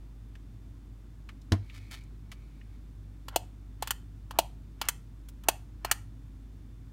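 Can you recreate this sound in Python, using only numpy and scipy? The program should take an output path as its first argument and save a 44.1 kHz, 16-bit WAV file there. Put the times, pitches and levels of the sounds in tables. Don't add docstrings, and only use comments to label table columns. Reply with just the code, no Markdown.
import sys
import numpy as np
from scipy import signal
from scipy.fft import rfft, irfft
from scipy.io import wavfile
from scipy.ndimage import uniform_filter1d

SR = 44100
rng = np.random.default_rng(int(sys.argv[2]) if len(sys.argv) > 2 else 0)


def unload_wav(signal):
    wavfile.write(
        sys.argv[1],
        SR,
        np.round(np.clip(np.atleast_2d(signal).T, -1, 1) * 32767).astype(np.int16),
    )


N = 305172
RING_S = np.arange(SR // 3) / SR

# pitch_hz, rms_db, waver_db
HUM_PARTIALS = [(50.9, -46.5, 0.8), (99.9, -56.5, 4.5), (112.4, -58, 2.5), (149.5, -65, 3),
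                (202.2, -70.5, 4.5), (261.6, -68.5, 3), (3554, -86.5, 0.8)]
# frequency_hz, gain_db
AIR_SPECTRUM = [(20, -28.5), (40, -12), (70, 1.5), (110, -0.5), (170, -8), (290, -7.5), (380, -18),
                (520, -26), (1200, -29.5), (2800, -36.5), (4200, -39), (9000, -43), (10500, -45.5),
                (16000, -46.5)]
ROOM_SPECTRUM = [(80, -2.5), (300, 6), (800, 5.5), (3000, 2), (7500, -0.5), (11000, -1.5), (16000, -9)]
# pitch_hz, gain_db, t60_s
ROOM_MODES = [(98, -25.5, 0.2), (103.7, -28, 0.2)]
BENCH_MODES = [(77, -10.5, 0.022), (94.7, -13.5, 0.17), (122, -37, 0.079), (194.7, -16, 0.067),
               (236, -20.5, 0.096), (305.5, -19.5, 0.088), (418, -28.5, 0.081), (670, -30, 0.074),
               (1040, -26, 0.017)]
# start_s, level_db, centre_hz, width_octaves, t60_s
LOOSE_PARTS = [(1.5208, -32, 1620, 0.34, 0.017), (1.5202, -29.5, 3800, 0.66, 0.036),
               (1.5285, -32, 790, 1.26, 0.094)]
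# start_s, level_db, centre_hz, width_octaves
LIGHT_TOUCHES = [(0.353, -52.5, 1530, 1.24), (1.2889, -44.5, 1660, 1.04), (1.4156, -61.5, 4770, .8),
                 (1.6976, -48.5, 2360, 0.6), (1.9108, -50, 3000, 3), (2.0366, -65, 7000, 0.54),
                 (2.316, -42.5, 1780, 1.53), (2.611, -55.5, 2120, .45), (4.852, -49.5, 2600, 1.3),
                 (5.286, -48.5, 3500, 6)]
# time_s, level_db
DRAG_LEVELS = [(1.53, -83), (1.72, -67), (1.765, -55), (1.81, -66.5), (1.903, -70.5), (1.913, -48),
               (1.945, -44.5), (1.96, -55.5), (2.02, -71), (2.12, -94), (2.33, -85), (2.42, -76.5),
               (2.68, -83), (2.75, -75), (2.85, -100)]
# centre_hz, width_octaves, gain_db
SINGING_BANDS = [(2300, .14, 3.5), (4100, 0.14, -4)]
# force_db, level_db
GRIND_BY_FORCE = [(-50.5, -71.5), (-37, -64.5), (-29.5, -51.5), (-15, -48.5)]
# pitch_ratio, gain_db, t60_s
CASTING_MODES = [(.5, -7, 0.018), (.88, 2, 0.015), (1.04, 3, 0.02), (1.32, -5, .028), (1.6, -11, 0.0095)]
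# level_db, pitch_hz
PITCH_BY_LEVEL = [(-41.5, 1050), (-29.5, 831), (-26, 680)]
# pitch_hz, gain_db, t60_s
LEVER_RING = [(1375, -3, .026), (1745, 0, .028), (1880, -4, .022)]
SHAFT_RING = [(2310, -3, .026), (2622, -1, .04), (2895, 0, .042), (3090, 0, .034), (3370, -4, .035),
              (4250, -3, .042), (4580, -6, .026), (5065, -2, .03)]
TIP_RING = [(5855, -5, .033), (6230, -4, .027), (6830, -1, .03), (7070, 0, .034), (7350, -4, .025),
            (8470, -2, .024), (9000, -3, .022), (9890, -2, .025), (11980, -3, .02), (13150, -1, .023)]
# frequency_hz, gain_db
LEVER_SPECTRUM = [(300, -25.5), (800, -7), (1400, -2), (1800, -4.5), (2200, -8), (3500, -29.5)]
SHAFT_SPECTRUM = [(1200, -16), (2200, -11.5), (3000, 1.5), (3800, -6.5), (4500, -2.5), (5300, -9),
                  (7000, -14.5)]
TIP_SPECTRUM = [(3000, -35), (5000, -10.5), (6200, 0.5), (7300, -0.5), (9000, 2), (10400, -6), (11800, -1),
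                (13000, -2), (14200, -1.5), (15500, -7), (17000, -16)]
# start_s, shaft_level_db, casting_gain_db, lever_gain_db, tip_gain_db, favoured_shaft_hz
BLADE_SNAPS = [(3.2828, -41, 1, -4, -6, 3370), (3.3598, -25.5, 6, -12.5, 1, 3370),
               (3.8237, -34.5, 6, -2.5, -1, 3370), (3.8731, -36.5, -5.5, -4.5, -2, 3370),
               (3.9067, -27.5, -10, -2, 1.5, 3100), (4.3086, -44, 4, -1.5, -8, 3370),
               (4.387, -21.5, 6, -15.5, -2, 2950), (4.814, -28.5, -3.5, -5, -8.5, 4445),
               (4.8856, -27.5, -6, -0.5, 6, 3030), (5.4364, -54, -8, -6, -3.5, 3340),
               (5.4850, -21.5, 3.5, -5, 2.5, 2622), (5.8471, -33.5, 5, -1, -4, 4210),
               (5.9130, -23.5, -6, .5, 4, 2878)]


def amp(db):
    return 10 ** (np.asarray(db) / 20)


def add(track, start_s, sound):
    i = int(start_s * SR)
    track[i:i + len(sound)] += sound[:N - i]


def colour(x, spectrum, size=8192):
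    hz, db = np.transpose(spectrum)
    bins_hz = np.maximum(np.fft.rfftfreq(size, 1 / SR), 1)
    gain = amp(np.interp(np.log(bins_hz), np.log(hz), db))
    cepstrum = irfft(np.log(gain))
    cepstrum[1:size // 2] *= 2
    cepstrum[size // 2 + 1:] = 0
    return signal.fftconvolve(x, irfft(np.exp(rfft(cepstrum))))[:len(x)]


def resonate(x, hz, octaves):
    grid_hz = np.geomspace(20, SR / 2, 240)
    gain_db = -40 * np.log10(1 + .5 * (np.log2(grid_hz / hz) / octaves) ** 2)
    return colour(x, np.column_stack([grid_hz, gain_db]))


def level(x, db=0):
    return x * amp(db) / np.sqrt(np.mean(x ** 2))


def blow(x, db=0):
    return x * amp(db) / np.sqrt(np.sum(x ** 2) / (SR / 200))


def fade(t60):
    return np.exp(-np.log(1000) * RING_S / t60)


def rise(rise_s):
    return 1 - np.exp(-RING_S / rise_s)


def ring(modes):
    return sum(amp(db) * fade(t60) * np.sin(2 * np.pi * hz * RING_S) for hz, db, t60 in modes)


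def dense_modes(t60):
    return rng.standard_normal(len(RING_S)) * fade(t60)


def drift(rate_hz):
    hold = int(SR / rate_hz)
    steps = np.repeat(rng.standard_normal(N // hold + 1), hold)
    slow = uniform_filter1d(uniform_filter1d(steps, hold), hold)
    return slow[:N] / np.std(slow)


def workshop():
    t = np.arange(N) / SR
    hum = np.zeros(N)
    for hz, db, waver_db in HUM_PARTIALS:
        phase = 2 * np.pi * hz * t + 0.2 * waver_db * drift(6)
        hum += level(np.sin(phase) * amp(waver_db * drift(8)), db)
    return hum + level(colour(rng.standard_normal(N), AIR_SPECTRUM), db=-53.5)


def room(x, wet_db, t60=0.28, build_s=0.0035):
    tail = colour(dense_modes(t60), ROOM_SPECTRUM) * (1 - np.exp(-(RING_S / build_s) ** 2))
    tail /= np.sqrt(np.sum(tail ** 2))
    return x + amp(wet_db) * signal.fftconvolve(x, tail)[:N]


def steel(modes, scatter_db=2):
    return sum(rng.choice([-1, 1]) * ring([(hz, db + scatter_db * rng.uniform(-0.89, 1), t60)])
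               for hz, db, t60 in modes)


def tap(hz, octaves, t60, modes_db, rise_s):
    hit = blow(dense_modes(t60)) + blow(steel(LEVER_RING + SHAFT_RING), modes_db)
    return resonate(hit * rise(rise_s), hz, octaves)


def touches(reference_db=-51.5, doubling_db=14):
    out = np.zeros(N)
    for start_s, db, hz, octaves in LIGHT_TOUCHES:
        t60 = 0.041 * 2 ** ((db - reference_db) / doubling_db)
        add(out, start_s, blow(tap(hz, octaves, t60, modes_db=-12.5, rise_s=0.0011), db))
    return out


def knock(start_s=1.5195, cloth_s=0.0021, boom_delay_s=0.066):
    out = np.zeros(N)
    for jolt_s, db, hz, octaves, t60 in LOOSE_PARTS:
        add(out, jolt_s, blow(tap(hz, octaves, t60, modes_db=-27, rise_s=0.00014), db))
    thud = ring(BENCH_MODES) * rise(cloth_s)
    high_pass = signal.butter(2, 55, "high", fs=SR, output="sos")
    add(out, start_s, -signal.sosfilt(high_pass, thud))
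    boom = amp(-2) * ring(ROOM_MODES) * rise(0.022)
    add(out, start_s + boom_delay_s, boom)
    return out


def friction(size, grain_db=4, slips_per_s=3000, modes_db=-14):
    slips = (rng.random(size) < slips_per_s / SR) * rng.choice([-1, 1], size)
    strengths = amp(grain_db * rng.standard_normal(size))
    metal = blow(signal.unit_impulse(len(RING_S))) + blow(steel(LEVER_RING + SHAFT_RING), modes_db)
    return signal.fftconvolve(slips * strengths, metal)[:size]


def seeking(waver_db=1.5, sing_db=-64, knee_db=-62):
    drag = amp(np.interp(np.arange(N) / SR, *np.transpose(DRAG_LEVELS), left=-np.inf, right=-np.inf))
    scrape = level(resonate(friction(N, grain_db=6), hz=2000, octaves=1.5))
    singing = sum(level(resonate(friction(N), hz, octaves), db) * amp(waver_db * drift(20))
                  for hz, octaves, db in SINGING_BANDS)
    saturation = drag / np.hypot(drag, amp(knee_db))
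    return drag * scrape + amp(sing_db) * saturation * singing


def casting_pitch(db):
    return np.interp(db, *np.transpose(PITCH_BY_LEVEL))


def slides(twist_gap_s=.1, lead_s=.04, octaves_per_hz=0.00096):
    out = np.zeros(N)
    last_s, last_db = -np.inf, 0
    for snap_s, db, casting_db, *_ in BLADE_SNAPS:
        force_db = db + 10 * np.log10(1 + amp(casting_db) ** 2)
        grind_db = np.interp(force_db, *np.transpose(GRIND_BY_FORCE))
        if snap_s - last_s < twist_gap_s:
            start_s, from_db, to_db = last_s, last_db, grind_db
        else:
            start_s, from_db, to_db = snap_s - lead_s, grind_db - 26, grind_db - 12
        size = int((snap_s - start_s) * SR)
        centre_hz = 1.3 * casting_pitch(db + casting_db)
        grind = level(resonate(friction(size, modes_db=-9), centre_hz, octaves_per_hz * centre_hz))
        envelope = amp(np.linspace(from_db, to_db, size)) * signal.windows.tukey(size, 0.18)
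        add(out, start_s, grind * envelope)
        last_s, last_db = snap_s, grind_db
    return out


def casting_clunks(rise_s=.0022):
    out = np.zeros(N)
    for start_s, db, casting_db, *_ in BLADE_SNAPS:
        hz = casting_pitch(db + casting_db)
        clear = sum((-1) ** k * ring([(hz * ratio, gain_db, t60)])
                    for k, (ratio, gain_db, t60) in enumerate(CASTING_MODES))
        dense = resonate(dense_modes(t60=0.031), hz, octaves=0.56)
        clunk = (blow(clear) + blow(dense, db=-7)) * rise(rise_s)
        add(out, start_s, blow(clunk, db + casting_db))
    return out


def favour(modes, centre_hz, boost_db=8.0, width_hz=150):
    return [(hz, db + boost_db * np.exp(-((hz - centre_hz) / width_hz) ** 2), t60)
            for hz, db, t60 in modes]


def clack(modes, spectrum, dense_t60, modes_db, rise_s=0.00081):
    dense = blow(colour(dense_modes(dense_t60), spectrum))
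    return (dense + blow(steel(modes), modes_db)) * rise(rise_s)


def snaps():
    out = np.zeros(N)
    for start_s, db, _, lever_db, tip_db, shaft_hz in BLADE_SNAPS:
        lever = clack(LEVER_RING, LEVER_SPECTRUM, dense_t60=0.042, modes_db=-2)
        shaft = clack(favour(SHAFT_RING, shaft_hz), SHAFT_SPECTRUM, dense_t60=0.043, modes_db=-3)
        tip = clack(TIP_RING, TIP_SPECTRUM, dense_t60=0.033, modes_db=-3.5)
        add(out, start_s, amp(db) * (blow(lever, lever_db) + blow(shaft) + blow(tip, tip_db)))
    return out


def scene():
    handwork = snaps() + slides() + touches() + seeking() + knock()
    return (room(handwork, wet_db=-23) + room(casting_clunks(), wet_db=-25.5) + workshop())[None]


def record(dry, cutoff_hz=15750):
    return signal.sosfilt(signal.ellip(8, .2, 70, cutoff_hz, fs=SR, output="sos"), dry)


dry = scene()
out = record(dry)
unload_wav(out)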